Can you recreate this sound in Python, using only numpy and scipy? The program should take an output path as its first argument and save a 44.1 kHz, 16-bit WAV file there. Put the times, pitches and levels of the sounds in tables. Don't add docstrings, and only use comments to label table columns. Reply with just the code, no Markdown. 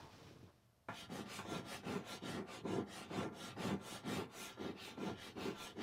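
import sys
import numpy as np
from scipy import signal
from scipy.io import wavfile
from scipy.ndimage import uniform_filter1d

SR = 44100
rng = np.random.default_rng(int(sys.argv[2]) if len(sys.argv) > 2 else 0)


def volts_from_db(level):
    exponent = np.asarray(level, float) / 20
    return 10 ** exponent


def put_to_file(sound):
    columns = np.atleast_2d(sound).T
    safe = np.clip(columns, -1, 1)
    whole_steps = np.round(safe * 32767)
    wavfile.write(sys.argv[1], SR, whole_steps.astype(np.int16))


N = 256662

# (turn time [s], sink of speed at the turn [dB], grit level [dB], treble [dB], pressure [dB])
STROKES = [(0.903, -7.5, -58, -14.5, -66), (1.08, -14.5, -60, -9.5, -48), (1.258, -9, -58.5, -8, -57),
           (1.449, -6, -57.5, -13, -47.5), (1.631, -12, -56.5, -8.5, -54), (1.823, -13, -60, -11.5, -45),
           (2.026, -9.5, -55.5, -11, -55), (2.205, -18, -57, -11.5, -46), (2.449, -18, -59.5, -9, -57.5),
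           (2.628, -31, -59, -12.5, -40.5), (2.845, -28, -58.5, -6.5, -55), (3.084, -11, -59, -12, -42.5),
           (3.307, -16, -58, -9.5, -52.5), (3.549, -17, -56.5, -10.5, -43.5), (3.784, -14, -56, -8, -55.5),
           (4.028, -16.5, -55.5, -9.5, -44), (4.281, -20, -56, -7.5, -60.5), (4.567, -12.5, -60, -25, -47),
           (4.745, -11.5, -59.5, -11.5, -58), (4.96, -10, -57, -21.5, -44.5),
           (5.154, -11, -59, -12.5, -60.5), (5.345, -13.5, -56.5, -16, -46), (5.545, -9.5, -57, -12, -61),
           (5.746, -12, -56, -21, -49)]
LAST_TURN_S = 5.93
FASTEST_SHARE = (0.54, 0.47)
LEAN_DB = [2.5, -.3, -4.5, 2, -0.5, -1.5, 3, -5.8, 1, -1, 1, -2, 4, -2.5, 3, -6, 3.5, -1.5, -1, 2.5, -5.5,
           2.2, -4.3, 7]
# (frequency [Hz], level [dB])
GRIT_COLOUR = [(300, -6.5), (900, -4), (1800, -4), (2600, -1.5), (3700, -0.5), (5000, -4.5), (7000, -5),
               (9500, -6.5), (11800, -13), (12800, -16), (13800, -17), (16000, -18)]
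# (frequency [Hz], share [dB per dB])
TREBLE_SHARE = [(3000, 0.0045), (6000, 0.41), (9000, 1.16), (12000, 0.92), (16000, 1)]
# (frequency [Hz], exponent of speed [-])
SPEED_POWER = [(1000, 0.88), (3500, 1.45), (7000, 1.92), (11000, 2.36), (16000, 2.3)]
# (time [s], level of the highest hiss [dB])
DUST_FINENESS = [(.9, 3.5), (2.1, 3), (2.6, -4.5), (3.3, 0.5), (4.1, 3), (4.7, 8), (5.2, 2), (5.6, 9),
                 (5.82, -3)]
# (frequency [Hz], share [dB per dB])
FINENESS_SHARE = [(9000, 0.11), (12500, 0.9), (16000, 1.1)]

# (slack after the turn [s], slack level [dB], bite after the turn [s], bite level [dB],
#  let-go before the next turn [s], let-go level [dB])
JUDDER_SHAPE = [(0.038, -6.5, 0.15, -0.5, .07, -0.5), (0.0036, -22.5, 0.025, -3.5, 0.054, 1.5)]
SCRAPE_SHAPE = [(0.0019, -7, 0.086, -2, 0.07, .5), (.001, -22.5, 0.049, -2, 0.066, 1.9)]
ROCK_SHAPE = [(.06, -6, .1, -5, 0.076, -1.5), (.001, -10, 0.11, 0, 0.054, -0.25)]
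# (frequency [Hz], level [dB])
JUDDER_COLOUR = [(90, -40.5), (160, -1), (220, -1.5), (290, -2), (420, 0), (600, -20.5), (1000, -15.5),
                 (2000, -70.5)]
SCRAPE_COLOUR = [(250, -42.5), (500, 7), (800, 2.5), (1400, -3), (2200, -5.5), (4000, -57.5)]
ROCK_COLOUR = [(25, -39), (55, -17), (85, 0), (120, 7.5), (150, 1), (250, -66)]
FIRM_DB = -46
# (time [s], upper minus deep level [dB], scrape level [dB], rock level [dB], swell [dB])
PLACE = [(.85, -23, -9, 3, 11), (1.18, -2, -2, 0.5, -1), (1.53, -5, 3, 6.5, -1.8), (1.95, -4, 0.5, -2, 1),
         (2.14, 5, 4.5, -0.5, -3), (2.32, -2, -2, -2, -0.2), (2.57, 1.5, 1, -4, 1), (2.74, 3, -3, -1, -0.5),
         (3.2, -5, 3, -1.2, 0), (3.42, 0.5, -3.8, 2, -3.5), (3.6, -3, 1, -.3, 0), (3.74, -5, 0.8, -.3, 1.5),
         (4.14, -0.5, 0.8, -1.5, -2), (4.65, 6, -5, -5, -2.5), (5.06, -1, -1.2, -2, 2.6),
         (5.27, 9, -3.5, 1, 1), (5.45, 3.5, -3, -1.5, -1.1), (5.8, 13, 0, -1, 0.5)]

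# (time [s], level [dB])
TAPS = [
    (.8852, -31),
    (.8935, -50),
    (1.389, -36.5),
]
# (time [s], peak level [dB])
CATCHES = [(1.092, -37), (1.449, -32), (1.713, -33), (1.832, -36.5), (2.249, -40), (2.486, -34.5),
           (2.654, -33), (3.1, -35.5), (3.326, -44), (3.564, -35), (4.035, -39), (4.572, -37),
           (4.972, -34.5), (5.365, -36.5), (5.763, -48), (5.779, -55)]
# (frequency [Hz], level [dB])
TAP_COLOUR = [(60, -20), (110, 3.5), (200, -5), (450, -9), (900, -1.5), (1400, -5.5), (1800, -7.5),
              (2600, -14), (3100, -26), (3700, -29), (6000, -35), (16000, -45)]
CATCH_COLOUR = [(100, -25), (250, -3), (450, 0), (900, -6), (1400, -12), (2500, -22), (5000, -40),
                (16000, -75)]

# (frequency [Hz], bandwidth [Hz], lift [dB])
PANEL_MODES = [(92, 12, 8), (114, 12, 6), (204, 30, 11), (258, 24, 4), (313, 28, 5), (393, 24, 7),
               (506, 34, 5), (535, 27, 4), (678, 27, 7), (733, 27, 7), (805, 27, 6), (877, 36, 5),
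               (1010, 50, 4), (1173, 22, 8), (1381, 50, 10), (1620, 50, 3), (1735, 35, 5), (1779, 30, 6),
               (2056, 40, 5), (2305, 40, 6), (2380, 40, 4), (2594, 40, 5), (2810, 40, 6), (3046, 80, 4),
               (3283, 45, 4), (3488, 45, 4), (3690, 90, 5), (3955, 60, 3), (4550, 50, 3), (6310, 60, 3)]

# (time [s], swish level [dB], dull rub level [dB])
SLEEVE = [
    (0.0, -62, -59),
    (0.06, -64.5, -63.5),
    (0.09, -67.5, -66),
    (0.12, -63.5, -65.5),
    (0.294, -64.5, -58.5),
    (0.34, -68, -62),
    (0.47, -73.5, -61),
    (0.51, -77, -70),
    (0.7, -82.5, -95),
]
# (time [s], level [dB])
SEAMS = [
    (.002, -57.5),
    (.056, -61.5),
    (.1, -69),
    (.37, -66),
    (.492, -67.5),
]
# (frequency [Hz], level [dB])
SWISH_COLOUR = [(700, -1), (1500, -5.5), (3000, -7.5), (5500, -10), (7000, -18), (12000, -28)]
RUB_COLOUR = [(40, -35), (70, -6.5), (110, 2.5), (200, -4.5), (330, -4.5), (470, -8.5), (650, -21),
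              (1500, -48)]
RASP_COLOUR = [(350, -27), (620, 0), (780, -6), (940, 3), (1100, -7), (1700, -12), (3000, -48)]

# (frequency [Hz], level [dB])
AIR_COLOUR = [(15, -59), (30, -30), (70, -1.5), (95, -1.5), (113, 7.5), (135, -8.5), (200, -19),
              (420, -19.5), (680, -11.5), (800, -18.5), (1500, -24), (2500, -36), (7000, -33.0),
              (13500, -31.0), (14600, -51), (16000, -62)][1:-1]


def grit(per_s=9000, spread_db=-0.5, patchy_db=2.5, trim_db=-2):
    turn, stop_db, grit_db, treble_db = np.transpose(STROKES)[:4]
    fastest = turn + np.resize(FASTEST_SHARE, len(turn)) * np.diff(turn, append=LAST_TURN_S)
    grains = coloured(slips(per_s, spread_db), GRIT_COLOUR)
    hz, t, z = signal.stft(grains, SR, nperseg=256, noverlap=192)
    middle = z[(hz > 2000) & (hz < 5000)]
    z /= np.sqrt(np.mean(abs(middle) ** 2) * 17 * 1.33)

    swing = np.interp(t, np.ravel([turn, fastest], "F"), np.arange(2 * len(turn)) / 2)
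    slowest = volts_from_db(np.interp(t, turn, stop_db))
    touching = t > turn[0] - .012
    speed = np.hypot(np.sin(np.pi * swing), slowest) * touching + 1e-5

    lean_db = np.array(LEAN_DB)[swing.astype(int)] * (2 * (swing % 1) - 1)
    bright_db = np.interp(t, fastest, treble_db) + 7 - 0.4 * lean_db
    tilt_db = np.outer(read(TREBLE_SHARE, hz), bright_db)
    tilt_db += np.outer(read(FINENESS_SHARE, hz), np.interp(t, *np.transpose(DUST_FINENESS)))

    patches = uniform_filter1d(rng.standard_normal(z.shape), size=2, axis=0)
    patches = evened(uniform_filter1d(patches, size=30, axis=1))
    z *= volts_from_db(np.interp(t, fastest, grit_db) + lean_db + tilt_db + patchy_db * patches + trim_db)
    z *= speed ** read(SPEED_POWER, hz)[:, None]
    return signal.istft(z, SR, nperseg=256, noverlap=192)[1][:N]


def judder(split_hz=255):
    shake = evened(coloured(slips(700, spread_db=3.0), JUDDER_COLOUR))
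    deep = signal.lfilter(*signal.butter(3, split_hz, fs=SR), shake)
    upper = signal.lfilter(*signal.butter(3, split_hz, "high", fs=SR), shake)
    balance = level(PLACE) ** .5 + 1e-2
    return (deep / balance + upper * balance) * pressed(JUDDER_SHAPE) * volts_from_db(-5)


def scrape():
    force = evened(coloured(slips(2500, spread_db=1.5), SCRAPE_COLOUR))
    pressure = pressed(SCRAPE_SHAPE, firm_db=-49.5, follows=0.49)
    return force * pressure * level(PLACE, column=2) * volts_from_db(-7.5)


def rock():
    force = evened(coloured(rng.standard_normal(N), ROCK_COLOUR))
    pressure = pressed(ROCK_SHAPE, firm_db=-50, follows=0.87)
    return force * pressure * level(PLACE, column=3) * volts_from_db(-9.5)


def pressed(shape, firm_db=FIRM_DB, follows=1):
    turn, pressure_db = np.transpose(STROKES)[[0, 4]]
    slack, slack_db, bite, bite_db, go, go_db = np.resize(shape, (len(turn), 6)).T
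    let_go = np.append(turn[1:], LAST_TURN_S) - go
    s = np.transpose([turn + slack, turn + bite, let_go]).ravel()
    swell_db = np.interp(turn + bite + 0.14, *np.transpose(PLACE)[[0, 4]])
    shape_db = np.array([slack_db, bite_db - swell_db, go_db + swell_db])
    db = firm_db + follows * (pressure_db - FIRM_DB) + shape_db
    return level(np.transpose([np.maximum.accumulate(s), db.T.ravel()]))


def taps():
    blows = knocks(TAPS, TAP_COLOUR, t60=0.22, rise=0.0002)
    catches = knocks(CATCHES, CATCH_COLOUR, t60=0.21, rise=0.001)
    return blows + volts_from_db(-3.5) * catches


def knocks(rows, colour, t60, rise):
    t, out = np.arange(SR // 5) / SR, np.zeros(N + SR)
    rattles = rng.standard_normal((len(rows), len(t)))
    for (s, db), rattle in zip(rows, rattles):
        rattle = rattle * volts_from_db(db - 60 * t / t60) * (1 - np.exp(-t / rise))
        out[round(s * SR):][:len(t)] += rattle
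    return coloured(out[:N], colour)


def board(force, dense_db=-7, dense_t60=0.043, dense_hz=(1200, 9000), shifts_per_s=1.7):
    t = np.arange(SR // 3) / SR
    ring = np.zeros(len(t))
    for hz, width, db in PANEL_MODES:
        decay = 2 * np.pi * width / SR * np.exp(-np.pi * width * t)
        ring += (volts_from_db(db) - 1) * decay * np.cos(2 * np.pi * hz * t)
    ring[0] += 1
    out = signal.oaconvolve(force, ring)[:N]
    band = signal.butter(1, dense_hz, "band", fs=SR)
    for third, noise in enumerate(rng.standard_normal((3, len(t)))):
        dense = signal.lfilter(*band, noise) * volts_from_db(-60 * t / dense_t60)
        phase = 2 * np.pi * (shifts_per_s * np.arange(N) / SR + third / 6)
        share = np.sqrt(2 / 3) * np.cos(phase)
        out += signal.oaconvolve(force * share, volts_from_db(dense_db) * dense / np.linalg.norm(dense))[:N]
    return out


def sleeve(seam_fade_db_per_s=422):
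    swish = evened(coloured(slips(6000, spread_db=1.5), SWISH_COLOUR)) * level(SLEEVE)
    rub = evened(coloured(slips(900, spread_db=4.0), RUB_COLOUR)) * level(SLEEVE, column=2)
    rasp = evened(coloured(slips(3000, spread_db=5.0), RASP_COLOUR))
    t = np.arange(N) / SR
    rasp *= sum(volts_from_db(db - seam_fade_db_per_s * abs(t - s)) for s, db in SEAMS)
    return swish + rub + rasp


def room(x, t60=0.1, damping_hz=(260, 5000)):
    echoes = np.zeros(SR // 2)
    at = np.arange(200, len(echoes) - 22, 22)
    late = rng.integers(0, 22, len(at))
    echoes[at + late] = rng.choice([-1., 1.], len(at)) * volts_from_db(-60 * at / SR / t60)
    echoes = signal.lfilter(*signal.butter(1, damping_hz, "band", fs=SR), echoes)
    return signal.oaconvolve(x, echoes / np.linalg.norm(echoes))[:N]


def still_air():
    return volts_from_db(-74) * evened(coloured(rng.standard_normal(N), AIR_COLOUR))


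def slips(per_s, spread_db):
    draw = rng.random(N)
    size = np.minimum(rng.exponential(1, N), 4)
    sign = rng.choice([-1., 1.], N)
    return evened((draw < per_s / SR) * volts_from_db(spread_db * size) * sign)


def coloured(x, colour):
    gain = np.log(volts_from_db(read(colour, abs(np.fft.fftfreq(8192, 1 / SR)))))
    taps = np.fft.ifft(np.exp(np.conj(signal.hilbert(gain)))).real[:4096]
    return signal.oaconvolve(x, taps)[:N]


def level(rows, column=1):
    rows = np.array(rows)
    t = np.arange(N) / SR
    return volts_from_db(np.interp(t, rows[:, 0], rows[:, column], left=-120, right=rows[-1, column]))


def read(points, hz):
    f, value = np.transpose(points)
    return np.interp(np.log(hz + 1), np.log(f + 1), value)


def evened(x):
    return x / np.sqrt(np.mean(x ** 2) + 1e-20)


def scene():
    force = grit() + judder() + scrape() + rock() + taps()
    near = board(force) + sleeve()
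    return (near + volts_from_db(-14) * room(near) + still_air())[None]


def band_limit(x):
    return signal.sosfilt(signal.butter(12, 15680, fs=SR, output="sos"), x)


def record(dry):
    edge = signal.firwin(1023, 15790, window=("kaiser", 9), fs=SR)
    mix = signal.oaconvolve(dry, edge[None], "same")
    return band_limit(mix)


dry = scene()
out = record(dry)
put_to_file(out)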